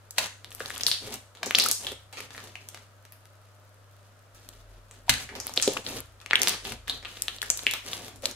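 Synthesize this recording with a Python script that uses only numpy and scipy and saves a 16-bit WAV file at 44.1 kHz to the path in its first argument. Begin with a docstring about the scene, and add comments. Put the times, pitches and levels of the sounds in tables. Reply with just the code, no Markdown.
"""Bead-filled slime is slapped, squeezed and peeled by hand on a wooden table in a bare room.
Trapped air pockets burst: a brief sine for the air, noise bursts for the torn skin's splash and spit.
Tearing film, wet squelch and faint ticks are random clicks ringing in hollows; slaps are short noise bursts.
The table top thumps in its modes; echoes and a banded noise tail make the room.
Steady hum and faint whine, a distant motor that sets in midway and room noise lie below."""
import sys
import numpy as np
from scipy import signal
from scipy.fft import rfft, irfft, next_fast_len
from scipy.io import wavfile
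from scipy.ndimage import uniform_filter1d

SR = 44100
rng = np.random.default_rng(int(sys.argv[2]) if len(sys.argv) > 2 else 0)


def bounce(signal):
    """Save signal as a 16-bit WAV file at the path given by the first command-line argument."""
    frames = np.transpose(np.atleast_2d(signal))
    limited = np.clip(frames, -1, 1)
    pcm = np.round(limited * 32767).astype(np.int16)
    wavfile.write(sys.argv[1], SR, pcm)


N = 368235

# steady hum and faint whine lines (frequency [Hz], level [dB rms])
HUM_LINES = [(100, -57), (200, -87.5), (300, -81), (689, -82), (996, -80.5), (1270, -79.5)]
# motor drone over time (time [s], level [dB rms])
MOTOR_LEVEL = [(4.36, -65), (4.6, -57), (5.1, -61.5), (6.3, -65), (6.8, -54.5), (7.7, -66), (8.35, -66)]
# room noise spectrum (frequency [Hz], relative density [dB])
ROOM_NOISE_SPECTRUM = [(30, 5.5), (70, -9), (140, 3), (245, -12), (330, -11), (420, -4.5), (600, 8.5),
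                       (800, -2), (1350, 4), (2200, -7), (5300, -11.5), (12000, -16), (16000, -23)]
# diffuse sound (frequency [Hz], left-right correlation [0-1])
LIKENESS = [(60, .9), (130, 0.94), (290, 1), (1400, 0.3), (3100, 0.14), (6800, 0.01)]
# table top modes (frequency [Hz], level [dB], t60 [s])
TABLE_MODES = [(44, -11.5, 0.84), (70, -2, 0.75), (124, 4, 0.25), (210, -4.5, 0.27), (261.5, -2, .3),
               (530, -14.5, .15)]
# room decay (frequency [Hz], t60 [s])
ROOM_T60 = [(200, 0.064), (530, 0.15), (1400, 0.4), (3700, 0.35), (9700, 0.45), (15000, 0.24)]
# diffuse tail (frequency [Hz], reflected against direct energy [dB])
ROOM_TAIL = [(200, -4.5), (1000, -5), (3500, -5.5), (8000, -8), (15000, -13)]
# nearby surfaces (delay [ms], level [dB])
ECHOES = [(1.1, -26), (2.6, -33), (4.1, -13.5), (7.6, -15.5), (11.5, -17)]
# grips, squeezes and peels (start [s], hold [s], tearing film [dB], squelch [dB], push on the table [dB])
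GRIPS = [(0.181, 0.085, -42, -78, -75), (0.453, 0.13, -64, -68, -66), (0.6, 0.25, -48, -64, -59.5),
         (0.864, 0.092, -48.5, -58, -70), (1.034, .12, -43.5, -49, -50), (1.433, 0.078, -59, -48.5, -64),
         (1.571, .14, -36, -50, -72), (1.811, 0.12, -47, -54, -59), (2.172, 0.083, -48.5, -61, -58),
         (2.334, 0.16, -54.5, -57, -66), (2.513, 0.33, -63.5, -75, -75), (4.373, .24, -64, -76, -69),
         (4.696, 0.086, -68.5, -74, -71), (4.92, 0.068, -67, -71, -68), (5.101, 0.14, -42.5, -59, -48),
         (5.334, 0.057, -60, -47.5, -50), (5.452, 0.29, -49, -60, -57), (5.683, 0.11, -48.5, -45, -53),
         (5.871, 0.12, -41, -45.5, -50), (6.389, 0.16, -39, -43.5, -72), (6.653, 0.089, -43.5, -47.5, -48),
         (6.893, 0.078, -51, -56.5, -54), (7.084, 0.29, -51, -68, -65), (7.45, 0.33, -48.5, -66, -66),
         (7.862, 0.11, -41.5, -52, -59), (7.991, 0.088, -48, -49.5, -66), (8.11, 0.062, -64, -59, -53),
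         (8.252, 0.06, -43, -48.5, -72)]
# restless lump between grips: (tearing film [dB], squelch [dB], push [dB])
CREEP_DB = (-73, -70.5, -73.5)
# small hollows in the film (frequency [Hz], relative level [dB])
FILM_HOLLOWS = [(900, -18), (1800, -8.5), (3200, 0.5), (4500, 0.5), (7000, 0), (11000, -10), (15000, -25)]
# larger, wet hollows (frequency [Hz], relative level [dB])
SQUELCH_HOLLOWS = [(210, 8.5), (270, 6.5), (430, 11.5), (540, 4.5), (640, 4.5), (950, 1)]
# hollows of the faint ticks (frequency [Hz], relative level [dB])
TICK_HOLLOWS = [(3000, -15), (6000, -2), (10000, 1), (15000, -2.5)]
# slime slapped on the table (time [s], peak [dB], splat decay constant [ms], table thump [dB])
SLAPS = [(0.182, -5.5, 5.3, -53.5), (5.0943, 1.5, 4, -34)]
# splat spectrum (frequency [Hz], relative density [dB])
SPLAT_SPECTRUM = [(180, -39), (300, -22), (418, -32), (574, -15), (1390, -8), (1840, -1.5), (3520, -4.5),
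                  (3890, 1.5), (5430, -10), (5800, -5.5), (6300, -6.5), (10900, -11), (16000, -20.5)]
# clearest bursting air pockets (time [s], peak [dB], pocket [Hz], nominal length [ms],
# bright spit share [dB], send to the room [dB])
POPS = [(0.1077, -22, 7300, 3.6, 6, 2), (0.183, -26.5, 614, 13, -30.0, 4),
        (0.184, -22.5, 980, 6.4, -30.0, 3), (0.4452, -21.0, 3800, 1.4, -8, -2.0),
        (0.506, -33, 4160, 1.6, 2, 7), (0.5175, -28, 3300, 2.2, -17.0, -4),
        (0.5254, -32.0, 6330.0, 2.8, 1, 7), (0.5493, -18, 11700, 0.52, -7, 4),
        (0.597, -29, 8550.0, 1.6, -10.0, -4.0), (0.6042, -19.5, 1620, 2.8, -29, 0.5),
        (0.6059, -27.5, 494.0, 8.2, -30.0, -2.5), (0.659, -17, 3920.0, 3, -9.5, 0.5),
        (0.6987, -25.0, 3270.0, 3.5, -1, 8), (0.704, -20.5, 1780, 1.7, -12, -5),
        (0.7143, -26, 3400.0, 2.8, -8.0, -5), (0.7516, -22, 6740.0, 2.4, 16, -11),
        (0.7614, -23.5, 3340.0, 2.5, -22, 0), (0.7705, -28, 1320.0, 3.3, -30.0, 0),
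        (0.7796, -15.5, 9320.0, 1.1, 0, -4.5), (0.7982, -29, 3560.0, 3.3, -23.0, -5),
        (0.809, -16.0, 4440.0, 3.6, -10, 1), (0.8127, -19, 3290.0, 2.1, -4, 2),
        (0.8345, -8, 5450, 1.7, -14, 1.5), (0.8662, 2, 4550, 1.8, -8, 2),
        (0.873, -19.5, 5050.0, 11, 15, 14.5), (0.883, -17.0, 1240, 2.2, -2, -11),
        (0.9149, -3, 4200, 1.4, -13.5, 3.5), (1.073, -29.5, 484, 8.0, -30.0, -3),
        (1.14, -18.5, 8600, 4.3, 0, 2.5), (1.156, -26.5, 3490.0, 3.6, 0, -10),
        (1.3508, -36, 3080, 1, -1, 7.0), (1.372, -32, 3670, 0.72, -11, 5),
        (1.4308, -14, 2420, 5.2, -15, 1.5), (1.4604, -16, 6300, 4.6, -3.5, 9),
        (1.4659, -23, 450, 3.5, -21.0, 0.0), (1.5092, -5, 2080, 0.69, -10.5, -2.5),
        (1.549, 1, 3270.0, 1.3, -25, -8), (1.553, 2.5, 4430, 0.57, -26, 0),
        (1.5857, -0.5, 2760, 4, -4, -1.5), (1.5986, -1.5, 4500, 2, -11, 7.5),
        (1.606, -17, 3240, 1.9, -15.0, -16), (1.621, -15, 3980.0, 2.0, 1, -9),
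        (1.6376, -7, 3360.0, 0.55, -9, -4), (1.64, -14, 9400.0, 4, 14, -3),
        (1.6603, -12.5, 1310, 12, -3, -11), (1.686, -7, 10200, 3.5, 15, 1),
        (1.7134, 4, 10400.0, 0.39, 30, 3.5), (1.8467, -25, 3150, 10, -12.0, 12),
        (1.868, -14.5, 3460, 7, -13, 4), (1.919, -21.5, 393, 0.84, -5.5, 0),
        (2.127, -31, 3630, 3.6, -6, 12.5), (2.1711, -28.5, 2440, 5.7, -22, 12),
        (2.2043, -21, 2700, 4.6, -5.5, -2), (2.306, -30.5, 1930, 1.9, -26, 6),
        (2.3483, -32.0, 1810.0, 2, -21.0, 3), (2.3786, -24.5, 2130, 2.1, -30.0, 4.5),
        (2.4402, -31.0, 990, 2.9, -1, 7), (2.555, -23.5, 2510, 2.9, -30, 1),
        (2.6874, -21, 4570.0, 1.9, 2, 2.5), (2.7451, -28.5, 2150, 4, -5, 2.5),
        (2.7737, -31, 2050, 1.8, -13, -3.0), (3.0518, -35.5, 1920.0, 1.8, -1.5, 3),
        (3.1228, -30, 11930.0, 0.46, -11.0, 6), (3.2551, -39.0, 1380.0, 2.4, 2, -3),
        (4.3474, -42, 11330.0, 3, 7, 9.5), (4.4892, -25.5, 4350, 1.6, -0.5, -3.5),
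        (4.9117, -29, 7300, 2.2, -19, 4), (5.081, -28.5, 860.0, 7.5, -36.0, 6.5),
        (5.2902, -28.0, 1920, 4.7, -26.5, 6.5), (5.353, -18, 3370.0, 0.44, -9.5, 13),
        (5.401, -15, 6170, 1.8, -8, 5), (5.4686, -9.5, 12900, 1.0, -17, -3.0),
        (5.4785, -21.5, 4440, 2.3, -15, 3), (5.4942, -24, 920.0, 1.8, -5, 0),
        (5.5382, -18.5, 7140, 2.5, -6.5, 1), (5.5617, -20, 6520.0, 1.6, -6, 15),
        (5.5692, -23, 2710.0, 1.5, -30.0, 6), (5.5751, -1.5, 3820.0, 4.7, -30.0, -6.5),
        (5.5772, -22, 507, 4, -28.0, -1), (5.599, -14.5, 2920, 3.3, -19, -15),
        (5.616, -17, 3300, 1.2, 6, 5), (5.6249, 0, 7270, 0.29, -17, 10),
        (5.676, -9.0, 420, 6.2, -14.5, -0.5), (5.6773, -8.5, 3800, 4, -11, -1),
        (5.7349, -22, 2660.0, 3, 8.0, 0.0), (5.7679, -17.0, 1280, 3.6, -25, -9),
        (5.7714, -14.5, 2760, 8.6, -30.0, -6.5), (5.865, -15, 3870, 2.3, -29.0, 2.5),
        (6.0044, -16, 11700, 1.1, -11.0, -14.0), (6.202, -35.5, 3830.0, 2.7, -12, 3),
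        (6.2144, -32.5, 2500, 3.3, -6.0, 6), (6.2615, -20, 2550, 1.2, -14, -1),
        (6.301, -30, 3160.0, 1.8, -14, 13), (6.3099, -4, 2800, 0.49, -23, -3.0),
        (6.3325, -1.5, 1930, 3.9, -47, -2.5), (6.3556, 2.5, 3180, 4.9, -19.0, -5.0),
        (6.391, -27, 7000.0, 1.5, 7, -7), (6.4029, -26, 4570.0, 2.4, -19, 0),
        (6.4176, 0.5, 6400, 3.3, -8.5, 2.5), (6.432, -4, 2540.0, 1.9, -2.0, -1.5),
        (6.4731, 2, 3850.0, 0.3, -12, 3), (6.4832, -4.5, 5100, 5.1, -2, -11),
        (6.4938, -5.5, 6280, 1.8, -1, 3), (6.652, -18, 3600.0, 3.5, -27.0, 5),
        (6.67, -23.5, 2740, 8.2, -7.0, 8), (6.721, -21, 2770, 3.8, -3.5, -17),
        (6.8749, -26.5, 3460, 1.9, -30, 16), (6.88, -22.0, 1870, 3.4, -4.5, 1),
        (6.897, -10, 3900, 8.6, -13.5, 1.5), (7.0276, -31, 1990.0, 1.2, -26.0, 7),
        (7.0495, -22, 3160, 0.6, -37.0, 7.5), (7.0538, -22, 2720, 2.3, -29, 1),
        (7.1702, -28, 3400, 1.9, -28, -5), (7.221, -7.5, 3650.0, 1.1, 3.5, -3.5),
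        (7.282, -9.5, 3470, 3.3, -16.0, -2), (7.3631, -26.0, 2900, 2.8, -3, 3),
        (7.3849, -26, 4000.0, 2.6, -21.0, -8.0), (7.4175, -11.5, 3620, 4.6, -7.5, -1),
        (7.428, -14.5, 1750, 6.3, -5, -0.5), (7.502, 4, 6740, 3, -12, -2.0),
        (7.5738, -16, 6500.0, 1.6, 10, 1), (7.5919, -17, 4060, 2.9, -18.0, -5),
        (7.6341, -26.5, 426, 1.5, -2.0, -1), (7.667, -1, 2670, 1.3, -24, -1.5),
        (7.673, -27, 5540.0, 4.5, -6, -5), (7.7113, -11, 3400, 1.3, -2, 3),
        (7.7371, -8, 3470, 0.77, -1.5, 4), (7.932, -15, 3500, 7.5, -18.0, -10),
        (8.0815, -27.5, 5510.0, 3.3, -1, 7), (8.1593, -33.0, 5630, 1.9, 11, 8),
        (8.2227, -31, 4940, 1.5, 3, -5), (8.2331, -28.5, 573, 14, -32, 7.5),
        (8.2559, -5, 4120, 1.9, -8.5, -6.5), (8.2594, -11, 6600.0, 4.6, -14.0, 0),
        (8.312, -22.5, 6100, 4.5, -6, 1)]

ROOM_NOISE_DB, MOTOR_HZ = -60, 44.4
GRIP_ATTACK_S, GRIP_RELEASE_S = 0.049, 0.01
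SMALL_POPS_DB = -9   # against the film
TICKS_DB = -75
DULL_DB, DULL_DB_PER_DB, DULL_SPREAD_DB = -13.5, -0.37, 4   # dull splash share at 0 dB peak; weaker pops are wetter
DULL_HZ, DULL_DB_PER_OCTAVE = 2200, -4   # very small and very large pockets splash less
LONG_MS, CYCLES_PER_MS = 5.4, 0.26   # longer pockets ring on, a clearer note
PAN_DB, PAN_SPREAD_DB = 1.5, 1.5   # pockets lie scattered, a little to the left
LEFT_DB = 1   # left over right
STOPBAND_HZ = 16800


def amp(db):
    """Gain of a level in dB."""
    return 10 ** (np.asarray(db, float) / 20)


def rms_one(x):
    """Each row scaled to rms 1."""
    return x / np.sqrt(np.mean(x ** 2, axis=-1, keepdims=True) + 1e-20)


def at_hz(points, hz):
    """Table read on a log-frequency axis."""
    table_hz, values = np.transpose(points)
    return np.interp(np.log(np.maximum(hz, 1)), np.log(table_hz), values)


def band(x, low_hz, high_hz):
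    """Band-pass along the last axis."""
    return signal.sosfilt(signal.butter(2, [low_hz, high_hz], "band", fs=SR, output="sos"), x)


def ring(clicks, hz, t60_s):
    """Two-pole resonator: a unit click starts a decaying sine of height 1."""
    r, w = amp(-60 / (t60_s * SR)), 2 * np.pi * hz / SR
    return signal.lfilter([0, np.sin(w)], [1, -2 * r * np.cos(w), r * r], clicks + 1e-18)


def drift(rate_hz):
    """Slow random curve of spread 1, computed every 40 samples."""
    r = np.exp(-80 * np.pi * rate_hz / SR)
    slow = signal.lfilter([1], [1, -2 * r, r * r], rng.standard_normal(N // 40 + 2002))[2000:]
    return np.interp(np.arange(N) / 40, np.arange(len(slow)), rms_one(slow - slow.mean()))


def diffuse(size, spectrum):
    """Coloured stereo noise whose channels part toward the treble."""
    hz = np.arange(size // 2 + 1) * SR / size
    mid, side = rfft(rng.standard_normal((2, size)))
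    alike = np.clip(at_hz(LIKENESS, hz), 0, 1)
    stereo = np.sqrt(1 + alike) * mid + np.sqrt(1 - alike) * side * [[1], [-1]]
    return irfft(amp(at_hz(spectrum, hz)) * stereo, size)


def evened(x):
    """Bursts with the chance peaks of their spectrum flattened."""
    spectrum = rfft(x)
    power = uniform_filter1d(np.abs(spectrum) ** 2, size=9)
    return irfft(spectrum / np.sqrt(power + 1e-12), x.shape[-1])


def add(out, times_s, sounds):
    """Mixes stereo sounds (events x 2 x samples) in at their times."""
    for at, sound in zip(np.round(np.asarray(times_s) * SR).astype(int), sounds):
        out[:, at:at + sound.shape[1]] += sound[:, :N - at]


def room_noise():
    """Steady diffuse coloured noise."""
    return amp(ROOM_NOISE_DB) * rms_one(diffuse(next_fast_len(N), ROOM_NOISE_SPECTRUM)[:, :N])


def hum_and_motor():
    """Steady hum and faint whine lines that waver a little, and a low unsteady drone that starts midway."""
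    t = np.arange(N) / SR
    lines = sum(amp(level_db + 0.98 * drift(3.2)) * np.sin(2 * np.pi * hz * t) for hz, level_db in HUM_LINES)
    motor_amp = amp(np.interp(t, *np.transpose(MOTOR_LEVEL)) + 3.9 * drift(3.8))
    motor_phase = 2 * np.pi * np.cumsum(MOTOR_HZ + 2.7 * drift(2.1)) / SR
    onset = np.clip((t - MOTOR_LEVEL[0][0] + .06) / 0.073, 0, 1)
    both = lines + motor_amp * np.sin(motor_phase) * onset
    return np.sqrt(2) * np.array([both, np.roll(both, 30)])   # right lags 30 samples


def reflections(turn):
    """Impulse response: a few early echoes and a diffuse tail that dies band by band."""
    size = SR // 2
    t, tail = np.arange(size) / SR, 0
    noise = [diffuse(size, ROOM_TAIL), diffuse(size, ROOM_TAIL)]   # neighbouring bands get unrelated noise
    edges_hz = 100 * 2 ** np.arange(0, 7.6, .75)
    for k, (low_hz, high_hz) in enumerate(zip(edges_hz, edges_hz[1:])):
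        t60_s = at_hz(ROOM_T60, np.sqrt(low_hz * high_hz))
        unit_energy = np.sqrt(t60_s * SR / (6 * np.log(10)))
        tail = tail + band(noise[k % 2], low_hz, high_hz) * amp(-60 * t / t60_s) / unit_energy
    tail = tail * (1 - np.exp(-t / 0.0024))
    for k, (ms, level_db) in enumerate(ECHOES):
        shift = np.array([3 * turn, (3, -4, 6, -2)[(k + turn) % 4]])   # samples, left and right
        tail[[0, 1], round(ms * SR / 1000) + shift] += amp(level_db)
    return tail


def room(x, count):
    """The sound is dealt at random, in short stretches, to several room responses."""
    dealt = rng.integers(0, count, N // 1500 + 1).repeat(1500)[:N]
    mono = x.mean(axis=0, keepdims=True)
    return sum(signal.fftconvolve(mono * (dealt == k), reflections(turn=k), axes=1)[:, :N] for k in range(count))


def hands():
    """Every grip swells, holds and dies away; gains of film, squelch and push."""
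    start_s, hold_s, *levels_db = np.array(GRIPS).T
    t = np.arange(0, N + 64, 64) / SR - start_s[:, None]
    swell = np.clip(1 + t / GRIP_ATTACK_S, 0, 1) ** 2   # full at the start time
    release = np.exp(-np.maximum(t - hold_s[:, None], 0) / GRIP_RELEASE_S)
    gains = amp(levels_db) @ (swell * release) + amp(CREEP_DB)[:, None]
    return [np.interp(np.arange(N) / 64, np.arange(len(g)), g) for g in gains]


def table(push):
    """Kneading shakes the top with noise, slaps strike it; both ring in its modes."""
    blows = np.zeros(N)
    for s, _, _, thump_db in SLAPS:
        blows[round((s + .004) * SR)] = amp(thump_db)
    shake = rng.standard_normal(N) * push * amp(-35.0)
    thump = sum(amp(level_db) * ring(blows + shake, hz, t60_s) for hz, level_db, t60_s in TABLE_MODES)
    return np.array([thump, np.roll(thump, 30)])


def grains(per_s, hollows, cycles, spread_db, count):
    """Random clicks, each ringing a few cycles (to -60 dB) in a hollow of its own size and place."""
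    sizes = amp(spread_db * np.minimum(rng.exponential(1, N), 4)) * rng.choice([-1, 1], N)
    clicks = sizes * (rng.random(N) < per_s / SR)
    dealt, out = rng.integers(0, count, N), np.zeros((2, N))
    for k, hz in enumerate(np.geomspace(hollows[0][0], hollows[-1][0], count)):
        rung = rms_one(ring(clicks * (dealt == k), hz, cycles / hz))
        sound = amp(at_hz(hollows, hz)) * np.sqrt(hz) * rung
        out += [sound, np.roll(sound, (1.5, -4.0, 13.5, -3.5)[k % 4])]
    return rms_one(out)


def ticks():
    """Sparse faint ticks from the resting lump."""
    return amp(TICKS_DB) * grains(30, TICK_HOLLOWS, cycles=2.0, spread_db=2.5, count=8)


def squelch(squelching):
    """Wet grains in larger hollows, following the grips."""
    return squelching * grains(1200, SQUELCH_HOLLOWS, cycles=7.0, spread_db=2.5, count=10)


def tearing_film(tearing):
    """Dense flickering crackle and many small pops, following the grips."""
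    film = amp(2.5 * drift(30)) * grains(7000, FILM_HOLLOWS, cycles=4.0, spread_db=3.8, count=16)
    small = amp(SMALL_POPS_DB) * grains(120, FILM_HOLLOWS, cycles=2.5, spread_db=3.5, count=8)
    return tearing * (film + small)


def slaps():
    """Broad wet contact: an evened noise burst a few ms long, coloured by the splat spectrum."""
    s, peak_db, decay_ms, _ = np.array(SLAPS).T[:, :, None, None]
    t_ms = np.arange(2048) / SR * 1000
    noise = np.array([diffuse(size=2048, spectrum=SPLAT_SPECTRUM) for _ in SLAPS])
    burst = evened(noise * (1 - np.exp(-t_ms / 0.33)) * np.exp(-t_ms / decay_ms))
    splat = irfft(rfft(burst) * amp(at_hz(SPLAT_SPECTRUM, np.arange(1025) * SR / 2048)))
    out = np.zeros((2, N))
    add(out, s.ravel(), amp(peak_db) * splat / np.abs(splat).max(axis=(1, 2), keepdims=True))
    return out


def pops(cycles, ring_share, snap, lag_ms):
    """A pocket rings briefly; its torn skin adds a dull splash and bright spit. 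Returns direct, room send."""
    s, peak_db, hz, nominal_ms, bright_db, escape_db = np.array(POPS).T[:, :, None, None]
    chance = rng.standard_normal((len(POPS), 4, 700))
    dull_chance, pan_chance, lag_chance = chance[:, 3:, 1:2], chance[:, 3:, 2:3], chance[:, 3:, :1]
    length_ms = ring_share * nominal_ms

    dull_db = DULL_DB + DULL_DB_PER_DB * peak_db + DULL_SPREAD_DB * dull_chance
    dull_db = dull_db + DULL_DB_PER_OCTAVE * np.abs(np.log2(hz / DULL_HZ))
    pan_db = PAN_DB + PAN_SPREAD_DB * pan_chance
    lag = lag_ms * lag_chance * [[.5], [-.5]]   # each pocket reaches one channel a little sooner
    t_ms = np.maximum(np.arange(700) / SR * 1000 - .15 - np.clip(lag, -.14, .14), 0)

    # the skin gives way gradually
    longest_cycles = cycles + CYCLES_PER_MS * np.maximum(nominal_ms - LONG_MS, 0)
    crest_ms = np.clip(length_ms / 2, 400 / hz, 1000 * longest_cycles / hz)
    swell = (t_ms * np.exp(-t_ms / crest_ms)) ** 2
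    pocket = rms_one(swell * np.sin(2 * np.pi * hz * t_ms / 1000))

    fade = (t_ms > 0) * amp(-10 * t_ms / length_ms)
    tear = snap * (t_ms > 0) * np.exp(-t_ms / 0.01)
    dull = rms_one(band(evened(tear + fade * chance[:, :1]), 320, 4800))
    bright = rms_one(band(evened(tear + fade * chance[:, 1:3]), 4800, 13000))
    pocket_share = np.sqrt(np.clip(1 - amp(2 * dull_db) - amp(2 * bright_db), .15, 1))
    sound = pocket_share * pocket + amp(dull_db) * dull + amp(bright_db) * bright
    sound = amp(peak_db) * sound / np.abs(sound).max(axis=(1, 2), keepdims=True)

    direct, escaped = np.zeros((2, 2, N))
    add(direct, s.ravel(), sound * amp(pan_db * [[.5], [-.5]]))
    add(escaped, s.ravel(), sound * amp(escape_db))   # escapes the hands to the room
    return direct, escaped


def scene():
    """Slime in the room and table thumps over the background; left slightly louder."""
    tearing, squelching, pushing = hands()
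    direct, escaped = pops(cycles=1.0, ring_share=.55, snap=2.5, lag_ms=.075)
    wet = slaps() + tearing_film(tearing) + squelch(squelching) + ticks()
    slime = band(direct + wet + room(escaped + wet, count=3), 130, 19500)
    background = room_noise() + hum_and_motor()
    return (slime + table(pushing) + background) * amp([[LEFT_DB / 2], [-LEFT_DB / 2]])


def record(dry):
    """Loud peaks are rounded, the top is cut, full scale clips."""
    rounded = 1.1 * np.tanh(dry / 1.1)
    low_pass = signal.cheby2(14, 80, STOPBAND_HZ, fs=SR, output="sos")
    return np.clip(signal.sosfilt(low_pass, rounded), -1, 1)


dry = scene()
out = record(dry)
bounce(out)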